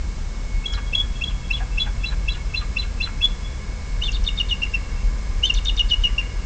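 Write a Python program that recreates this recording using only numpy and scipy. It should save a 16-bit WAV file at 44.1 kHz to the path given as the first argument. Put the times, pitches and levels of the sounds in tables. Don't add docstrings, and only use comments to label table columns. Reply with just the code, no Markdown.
import sys
import numpy as np
from scipy import signal
from scipy.fft import rfft, irfft
from scipy.io import wavfile
from scipy.ndimage import uniform_filter1d

SR = 44100
rng = np.random.default_rng(int(sys.argv[2]) if len(sys.argv) > 2 else 0)


def generate_wav(sig):
    pcm = np.round(np.clip(np.atleast_2d(sig).T, -1, 1) * 32767).astype(np.int16)
    wavfile.write(sys.argv[1], SR, pcm)


N = 284445
TIME = np.arange(N) / SR


def eagle():
    yelp_tones, yelp_breaks = yelps()
    arch_tones, arch_breaks = arches()
    tumble_tones, tumble_breaks = tumbles()
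    tones = yelp_tones + squawk() + arch_tones + tumble_tones + peeps()
    breaks = yelp_breaks + arch_breaks + tumble_breaks
    return whistles(tones) + rasps(breaks) + gasps()


# scoop peak t/s, scoop level/dB, delay of the jump t/s, middle length t/s, middle f/Hz,
# landing accent level/dB, hold level/dB, its change over the note level/dB,
# upper length t/s, upper f/Hz, upper level/dB, rasp level/dB
YELP_NOTES = [(0.649, -32, 0.0051, 0.11, 3340, -19, -33.5, -20, 0.025, 4000, -40, -38),
              (0.938, -18.5, 0.007, 0.078, 3351, -15, -21.5, 8, 0.019, 4010, -35, -48),
              (1.223, -18, 0.011, 0.061, 3333, -16, -29.5, -3, 0.044, 4030, -44, -35.5),
              (1.514, -17.5, 0.018, 0.032, 3388, -24, -22, -6, 0.027, 3970, -29, -30),
              (1.785, -18.5, 0.0037, 0.049, 3394, -43, -22, 13, 0.031, 3985, -27.5, -36.5),
              (2.046, -17, 0.0014, 0.035, 3400, -35, -36.5, 0, 0.047, 3970, -26.5, -41),
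              (2.287, -20, 0.00017, 0.021, 3364, -21.5, -39, 5.5, 0.033, 3957, -27.5, -32),
              (2.550, -16, 0, 0.05, 3440, -47, -33.5, 3, 0.041, 4050, -24, -35.5),
              (2.773, -17.5, 0.0013, 0.014, 3470, -39, -25.5, 3, 0.029, 4004, -23, -31),
              (3.013, -16, 0, 0.039, 3470, -30.5, -35, 1, 0.029, 4045, -22.5, -33),
              (3.217, -21, 0.00091, 0.047, 3393, -23, -15, 10, 0.068, 4100, -45.5, -46)]
YELP_ROUGHNESS = (.09, .07, .095)
YELP_SCOOP_HZ, YELP_SCOOP_S = (2516, 2687, 2833), 0.026
YELP_UPPER_BEND_HZ = 50
FLARE_S = .0024


def yelps(upper_after_s=.01, upper_ramp_s=0.012, attack_s=0.019, release_s=0.012,
          scoop_ramp_s=0.0028, accent_after_s=0.0077, accent_width_s=0.0037, climb_hz=25,
          rasp_lead_s=0.0056, rasp_s=0.044, rasp_hz=3850, rasp_end_hz=2250):
    tones, breaks = [], []
    scoop_rough, middle_rough, upper_rough = YELP_ROUGHNESS
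    for (peak, scoop_db, jump_s, middle_s, hz, accent_db, hold_db, change_db,
         upper_s, upper_hz, upper_db, rasp_db) in YELP_NOTES:
        scoop_start = peak - YELP_SCOOP_S / 2
        scoop = envelope(YELP_SCOOP_S, scoop_db, scoop_ramp_s, scoop_ramp_s)
        scoop = scoop / np.hypot(1, (TIME[:len(scoop)] - YELP_SCOOP_S / 2) / FLARE_S)
        tones.append((scoop_start, scoop, YELP_SCOOP_HZ, scoop_rough))

        middle = envelope(middle_s, hold_db, attack_s, release_s, change_db)
        from_accent = (TIME[:len(middle)] - accent_after_s) / accent_width_s
        middle = middle + undb(accent_db) * np.exp(-np.square(from_accent))
        tones.append((peak + jump_s, middle, (hz - climb_hz, hz, hz + climb_hz), middle_rough))

        upper = envelope(upper_s, upper_db, upper_ramp_s, upper_ramp_s)
        edge_hz = upper_hz + YELP_UPPER_BEND_HZ
        tones.append((peak + upper_after_s, upper, (edge_hz, upper_hz, edge_hz), upper_rough))

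        end = peak + max(jump_s + middle_s, upper_after_s + upper_s)
        breaks.append((end - rasp_lead_s, rasp_s, rasp_hz, rasp_end_hz, rasp_db))
    return tones, breaks


# start t/s, length t/s, mid-note f/Hz, level/dB
SQUEAKS = [(.723, 0.0093, 6850, -36.5), (.729, 0.013, 5400, -33.5), (.736, 0.0052, 3280, -25),
           (.738, 0.025, 4040, -31.5), (.74, 0.0093, 4760, -34)]


def squawk(slide_hz=70, rough=0.39):
    tones = []
    for start, length, hz, db in SQUEAKS:
        shape = envelope(length, db, length / 2, length / 2)
        tones.append((start, shape, (hz + slide_hz, hz, hz - slide_hz), rough))
    return tones


# start t/s, rise length t/s, first swell level/dB, second swell level/dB,
# start to landing t/s, hold length t/s, hold level/dB, fall length t/s, fall level/dB
ARCH_NOTES = [(4.014, 0.034, -18, -28.5, .063, .047, -23.5, 0.022, -20.5),
              (5.426, 0.037, -9.5, -14.5, 0.066, 0.04, -24, 0.021, -16)]
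# start f/Hz, end f/Hz
HOLD_HZ = (3680, 3470)
# start f/Hz, end f/Hz
FALL_HZ = (2940, 2725)


def arches(rise_hz=(2660, 3000, 3130), swell_at=(.31, .78), swell_width=0.21, sag_db=-1, rough=0.082,
           fall_swell_db=1, grate_hz=(4300, 4050), grate_db=-9,
           slip_s=0.016, slip_hz=(3900, 2950), slip_db=-10):
    tones, breaks = [], []
    for start, rise_s, first_db, second_db, fall_after_s, hold_s, hold_db, fall_s, fall_db in ARCH_NOTES:
        u = span(start, rise_s)[1]
        landing = start + fall_after_s
        rise = sum(undb(db) * np.exp(-np.square((u - at) / swell_width))
                   for db, at in zip((first_db, second_db), swell_at))
        tones.append((start, rise * swell(u, 0.92, .3), rise_hz, rough))
        tones += descent(landing, hold_s, hold_db, sag_db, HOLD_HZ, fall_s, fall_db, fall_swell_db, FALL_HZ,
                         dip_db=-12.5, dip_s=0.0047, attack_s=0.012, release_s=0.0053, throb_db=0.0)
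        breaks.append((landing - hold_s, hold_s, *grate_hz, hold_db + grate_db))
        breaks.append((landing - slip_s / 2, slip_s, *slip_hz, hold_db + slip_db))
    return tones, breaks


# landing t/s, rasp length t/s, rasp level/dB, rasp top f/Hz, grating level/dB,
# middle length t/s, middle level/dB, its change over the note level/dB,
# low length t/s, low level/dB, its change over the note level/dB, final f/Hz
TUMBLE_NOTES = [(4.164, 0.047, -27.5, 6680, -29, 0.023, -29, 3, 0.0088, -22.5, -1, 2740),
                (4.283, 0.045, -29.5, 5660, -34.5, 0.018, -20, 8, 0.014, -20, 4, 2720),
                (4.395, 0.029, -34, 5300, -40, 0.025, -25, 9, 0.024, -15, 17, 2780),
                (4.506, 0.02, -30, 4460, -38, 0.015, -24.5, 13, 0.041, -18.5, -6, 2740),
                (5.583, 0.044, -22, 6850, -29.5, 0.015, -21.5, -2, 0.01, -22.5, -4.5, 2750),
                (5.69, 0.041, -25, 6780, -34.5, 0.036, -21, 14, 0.012, -12.5, 6.5, 2800),
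                (5.792, 0.027, -26, 5730, -34, 0.021, -21.5, 6, .027, -12.5, 2, 2780),
                (5.908, 0.022, -31, 5300, -30, 0.013, -30.5, 3, 0.039, -14.5, -3, 2837),
                (6.035, 0.016, -36, 4450, -51, 0.0053, -39, 4, 0.029, -12, 6, 2796)]
# start f/Hz, end f/Hz
MIDDLE_HZ = (3674, 3635)
LANDING_HZ = 2961


def tumbles(linger_s=0.022, linger_lead_s=0.0029, linger_hz=(3750, 3500), linger_db=-10):
    tones, breaks = [], []
    for (landing, rasp_s, rasp_db, top_hz, grate_db, middle_s, middle_db, swell_db,
         low_s, low_db, low_swell_db, final_hz) in TUMBLE_NOTES:
        breaks += crack(landing - rasp_s, rasp_s, rasp_db, top_hz, grate_db)
        trace_db = (middle_db + low_db) / 2 + linger_db
        breaks.append((landing - linger_lead_s, linger_s, *linger_hz, trace_db))
        tones += descent(landing, middle_s, middle_db, swell_db, MIDDLE_HZ,
                         low_s, low_db, low_swell_db, (LANDING_HZ, final_hz))
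    return tones, breaks


def crack(start, length, db, top, grate_db, plunge_s=0.0066, plunge_share=0.75,
          dip_after_s=0.006, dip_s=0.01, dip_hz=(3400, 2750), dip_db=-2, grate_hz=(4500, 3800)):
    return [(start, plunge_s, top, top * plunge_share, db),
            (start + dip_after_s, dip_s, *dip_hz, db + dip_db),
            (start + dip_after_s, length, *grate_hz, grate_db)]


CHATTER_ROUGHNESS = (.13, .045, .22)


def descent(landing, middle_s, middle_db, swell_db, middle_hz, low_s, low_db, low_swell_db, low_hz,
            slide_s=0.0027, dip_db=-12, dip_s=0.0043, attack_s=0.0076, release_s=0.0094, settle_s=0.0052,
            throb_hz=72, throb_db=6.0, throb_lead_s=0.0039):
    middle_rough, low_rough, landing_rough = CHATTER_ROUGHNESS
    shape = envelope(middle_s + low_s, 0, attack_s, release_s)
    t = TIME[:len(shape)] - middle_s
    fallen = .5 + .5 * np.tanh(t / slide_s)

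    def slide(middle, low):
        return (1 - fallen) * np.interp(t, [-middle_s, 0], middle) + fallen * np.interp(t, [0, low_s], low)

    db = slide((middle_db - swell_db / 2, middle_db + swell_db / 2),
               (low_db - low_swell_db / 2, low_db + low_swell_db / 2))
    dip = dip_db * np.exp(-np.square(t / dip_s))
    throb = (1 - fallen) * throb_db * np.cos(2 * np.pi * throb_hz * (t + throb_lead_s))
    hoarse = low_rough + landing_rough * np.exp(-np.abs(t) / settle_s)
    rough = (1 - fallen) * middle_rough + fallen * hoarse
    return [(landing - middle_s, shape * undb(db + dip + throb), slide(middle_hz, low_hz), rough)]


# start t/s, length t/s, top f/Hz, level/dB
PEEP_NOTES = [(4.617, 0.028, 2804, -17), (4.735, 0.024, 2750, -17.5), (6.064, 0.015, 2846, -16.5),
              (6.179, 0.027, 2820, -16)]


def peeps(attack_s=0.011, release_s=0.0063, rise_hz=170, fall_hz=170, rough=0.061,
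          tail_hz=2150, tail_s=0.037, tail_db=-24, tail_rough=0.82):
    tones = []
    for start, length, hz, db in PEEP_NOTES:
        peep = envelope(length, db, attack_s, release_s)
        tail = envelope(tail_s, db + tail_db, attack_s, release_s)
        tones.append((start, peep, (hz - rise_hz, hz, hz - fall_hz), rough))
        tones.append((start + length, tail, (tail_hz,) * 3, tail_rough))
    return tones


# overtone f/Hz, level/dB
OCTAVE = [(5000, -21), (5450, -22.5), (5800, -32.5), (6300, -9.5), (6800, -33), (8000, -38)]


def whistles(tones, jitter_hz=330, shimmer=1.0, hiss_db=-31, waver_db=2.5):
    out = np.zeros(N)
    jitter, flutter = wander(1100), wander(240)
    hiss = coloured([(1200, -26.0), (2600, -2.0), (4000, -6.0), (6500, -5.0), (9000, -46.0)])
    for start, loudness, pitches, rough in tones:
        i = int(start * SR) + np.arange(len(loudness))
        u = np.linspace(0, 1, len(loudness))
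        path = pitches if len(pitches) == len(u) else arc(pitches, u)
        hz = path + jitter_hz * rough * jitter[i]
        phase = 2 * np.pi * (np.cumsum(hz) / SR + rng.random())
        octave_gain = undb(np.interp(2 * hz, *np.transpose(OCTAVE)))
        tone = np.sin(phase) + octave_gain * np.sin(2 * phase)
        strength = (1 + shimmer * rough * flutter[i]) / np.hypot(1, shimmer * rough)
        out[i] += loudness * (strength * tone + undb(hiss_db) * hiss[i])
    return out * undb(waver_db * wander(99))


# t/s, spacing f/Hz
PIPE_SPACING = [(3.3, 679), (4.0, 731)]


def rasps(breaks, jitter_hz=380, shimmer=0.056, rasp_db=-3, reflection=0.45, ring_s=.02):
    out = np.zeros(N)
    jitter, flutter = wander(870), wander(660)
    for start, length, first, last, db in breaks:
        i, u = span(start, length)
        hz = first + (last - first) * u + jitter_hz * jitter[i]
        phase = 2 * np.pi * np.cumsum(hz) / SR
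        buzz = swell(u, 0.38, 0.92) * (1 + shimmer * flutter[i]) * np.sin(phase)
        buzz = np.pad(buzz, (0, int(ring_s * SR)))
        spacing_hz = np.interp(start, *np.transpose(PIPE_SPACING))
        out[i[0]:i[0] + len(buzz)] += undb(db + rasp_db) * windpipe(buzz, spacing_hz, reflection)
    return out


def windpipe(x, spacing_hz, reflection):
    round_trip = np.exp(-2j * np.pi * np.fft.rfftfreq(len(x), 1 / SR) / spacing_hz)
    reflection = np.clip(reflection, 0, .9)
    return irfft(rfft(x) * np.sqrt(1 - reflection ** 2) / (1 - reflection * round_trip), len(x))


# middle of the gasp t/s, length t/s, level/dB, lower wheeze f/Hz, its level against the upper/dB
GASP_BREATHS = [(0.741, .05, -36, 1398, -1.5), (0.787, .042, -30, 1174, 1.5), (1.04, .045, -38, 1145, -7),
                (1.305, .035, -38.5, 1163, -1), (1.619, 0.04, -27.5, 766, 1.5),
                (1.877, .042, -31, 804, 0.5), (2.123, .042, -31, 868, -9), (2.368, .04, -35.5, 900, -14),
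                (2.625, .042, -36.5, 1205, 5), (2.855, .035, -37.5, 1370, -5),
                (3.083, 0.04, -32.5, 1406, 2)]
# f/Hz, width f/Hz, level/dB
THROAT_MODES = [(780, 6.7, -6), (940, 55, -8.5), (1280, 13, -19), (1450, 49, -4), (1895, 110, -13.5),
                (2400, 99, -12)]


def gasps(rush_db=-11, wheeze_hz=1665, wheeze_db=-8.5, jitter_hz=55, creak_db=3):
    out, rush = np.zeros(N), resonant(THROAT_MODES)
    upper, lower = wander(190), wander(220)
    creak = undb(creak_db * wander(210))
    for middle, length, db, low_hz, low_db in GASP_BREATHS:
        i, u = span(middle - length / 2, length)
        upper_tone = sing(wheeze_hz + jitter_hz * upper[i])
        lower_tone = sing(low_hz + jitter_hz * lower[i])
        wheeze = upper_tone + undb(low_db) * lower_tone
        breath = undb(rush_db) * rush[i] + undb(wheeze_db) * wheeze
        out[i] += undb(db) * swell(u, 0.48, 0.56) * breath
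    band = signal.butter(2, [600, 3200], "band", fs=SR, output="sos")
    return signal.sosfilt(band, out * creak)


# delay t/s, spread t/s, level/dB, share of the forest's colour [0 to 1]
REFLECTIONS = [(.004, 0.0098, -11, 0.15), (0.024, 0.035, -17, 0.45), (0.098, .13, -31, 1),
               (0.205, 0.059, -23.5, 1)]
# f/Hz, level/dB
FOREST_COLOUR = [(2200, 3), (2740, -1), (2950, -6), (3150, -0.5), (3310, 7.5), (3390, -3), (3650, -4.5),
                 (4100, -2.5)]


def forest(x):
    t = TIME[:SR]
    response = np.zeros(SR)
    colour_db = np.interp(np.fft.rfftfreq(SR, 1 / SR), *np.transpose(FOREST_COLOUR))
    for delay, spread, db, share in REFLECTIONS:
        cluster = rng.standard_normal(SR) * (t > delay) * np.exp(-np.abs(t - delay) / spread)
        cluster = cluster / np.linalg.norm(cluster)
        response += irfft(rfft(cluster) * undb(db + share * colour_db), SR)
    return x + signal.fftconvolve(x, response)[:N]


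# f/Hz, level per Hz/dB
MOUNT_SPECTRUM = [(12, -32), (25, -7.5), (32, 11.5), (40, 7.5), (46, 13), (55, -11.5), (70, -23),
                  (110, -49), (600, -110)]
# peak t/s, half-width t/s, rise of the level/dB
MOUNT_GUSTS = [(0.579, 0.054, 6.5), (1.8, 0.21, 3.5), (2.261, 0.048, 8.5), (4.201, 0.14, 5.5),
               (5.07, 0.038, 10.5), (5.801, 0.47, 7)]
BREEZE_DB = -26.5


def rumble(steady_s=0.17):
    boom = coloured(MOUNT_SPECTRUM)
    boom = boom / np.sqrt(uniform_filter1d(boom ** 2, int(steady_s * SR)))
    gust_db = sum(db * np.exp(-np.square((TIME - peak) / width)) for peak, width, db in MOUNT_GUSTS)
    return boom * undb(BREEZE_DB + gust_db)


# f/Hz, level per Hz/dB
WASH_SPECTRUM = [(25, 0), (58, 9), (80, 4.5), (110, -7), (185, -7.5), (300, -18), (700, -23.5), (1150, -24),
                 (1900, -29.5), (3800, -31), (6000, -30.5), (7400, -31.5), (8100, -40.5), (8700, -40)]
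# f/Hz, width f/Hz, level/dB
HOUSING_MODES = [(487, 43, -0.5), (1028, 42, -3), (1174, 12, 1), (1658, 90, -4), (2195, 83, -1.5),
                 (2710, 67, -14), (4210, 180, -15.5), (5080, 140, -9.5), (5340, 330, -20.5)]
AIR_DB = -39.5


def air(wash_db=10, housing_db=-5.5, rise_db=5.0, rise_s=4.64):
    wash = coloured(WASH_SPECTRUM) * undb(wash_db)
    growth_db = np.interp(TIME, [0, rise_s], [-rise_db, 0])
    ring = resonant(HOUSING_MODES) * undb(housing_db + growth_db)
    return undb(AIR_DB) * (wash + ring)


# t/s, level/dB
WHINE_LEVEL = [(0, -50.5), (.3, -55), (.5, -46), (.7, -50.5), (1.2, -50.5), (2.5, -53), (6.4, -54)]


def whine(hz=2200, waver_db=2, swell_db=2.5):
    drift_hz = 1.5 * wander(12)
    db = np.interp(TIME, *np.transpose(WHINE_LEVEL)) + waver_db * wander(25.0) + swell_db * wander(4.0)
    return undb(db) * sing(hz + drift_hz)


# t/s, level/dB
DRONE_LEVEL = [(.4, -56), (.9, -44), (1.6, -38.5), (2.3, -40), (3.4, -44.5)]


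def drone(hz=128, drift_hz=4):
    return undb(np.interp(TIME, *np.transpose(DRONE_LEVEL))) * sing(hz + drift_hz * wander(7.4))


def undb(db):
    return 10 ** (np.asarray(db) / 20)


def unit(x):
    return x / np.sqrt(np.mean(x ** 2))


def noise(gain):
    hz = np.maximum(np.fft.rfftfreq(N, 1 / SR), 1)
    return unit(irfft(rfft(rng.standard_normal(N)) * gain(hz), N))


def coloured(points):
    at, db = np.transpose(points)
    return noise(lambda hz: undb(np.interp(np.log(hz), np.log(at), db)))


def resonant(modes):
    def gain(hz):
        return np.sqrt(sum(undb(db) ** 2 / (1 + ((hz - f * f / hz) / width) ** 2) for f, width, db in modes))
    return noise(gain)


def wander(rate_hz):
    return noise(lambda hz: 1 / (1 + np.square(np.square(hz / rate_hz))))


def sing(hz):
    return np.sin(2 * np.pi * np.cumsum(hz) / SR)


def arc(pitches, u):
    return np.polyval(np.polyfit([0, .5, 1], pitches, 2), u)


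def span(start, length):
    i = np.arange(int(start * SR), min(int((start + length) * SR), N))
    return i, np.linspace(0, 1, len(i))


def swell(u, crest, power):
    bent = np.interp(u, [0, np.clip(crest, .05, .95), 1], [0, .5, 1])
    return np.maximum(np.sin(np.pi * bent), 0) ** power


def envelope(length, db, attack, release, change_db=0):
    t = np.arange(int(length * SR)) / SR
    ramps = np.clip(t / attack, 0, 1) * np.clip((length - t) / release, 0, 1)
    return undb(db + change_db * (t / length - .5)) * np.sin(np.pi / 2 * ramps)


def scene(pan_db=0.93, hiss_db=-66):
    near = forest(eagle()) + rumble()
    hiss_spectrum = [(60, 24.0), (200, 12.5), (600, -7), (3000, 1.5), (8000, 1.0)]
    hiss = np.array([coloured(hiss_spectrum) for _ in range(2)])
    pan = undb(np.array([[pan_db], [-pan_db]]) / 2)
    return near * pan + air() + whine() + drone() + undb(hiss_db) * hiss


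TOP_HZ = 8650


def record(dry):
    low_pass = signal.ellip(12, .2, 60, TOP_HZ, fs=SR, output="sos")
    return signal.sosfilt(low_pass, dry)


dry = scene()
out = record(dry)
generate_wav(out)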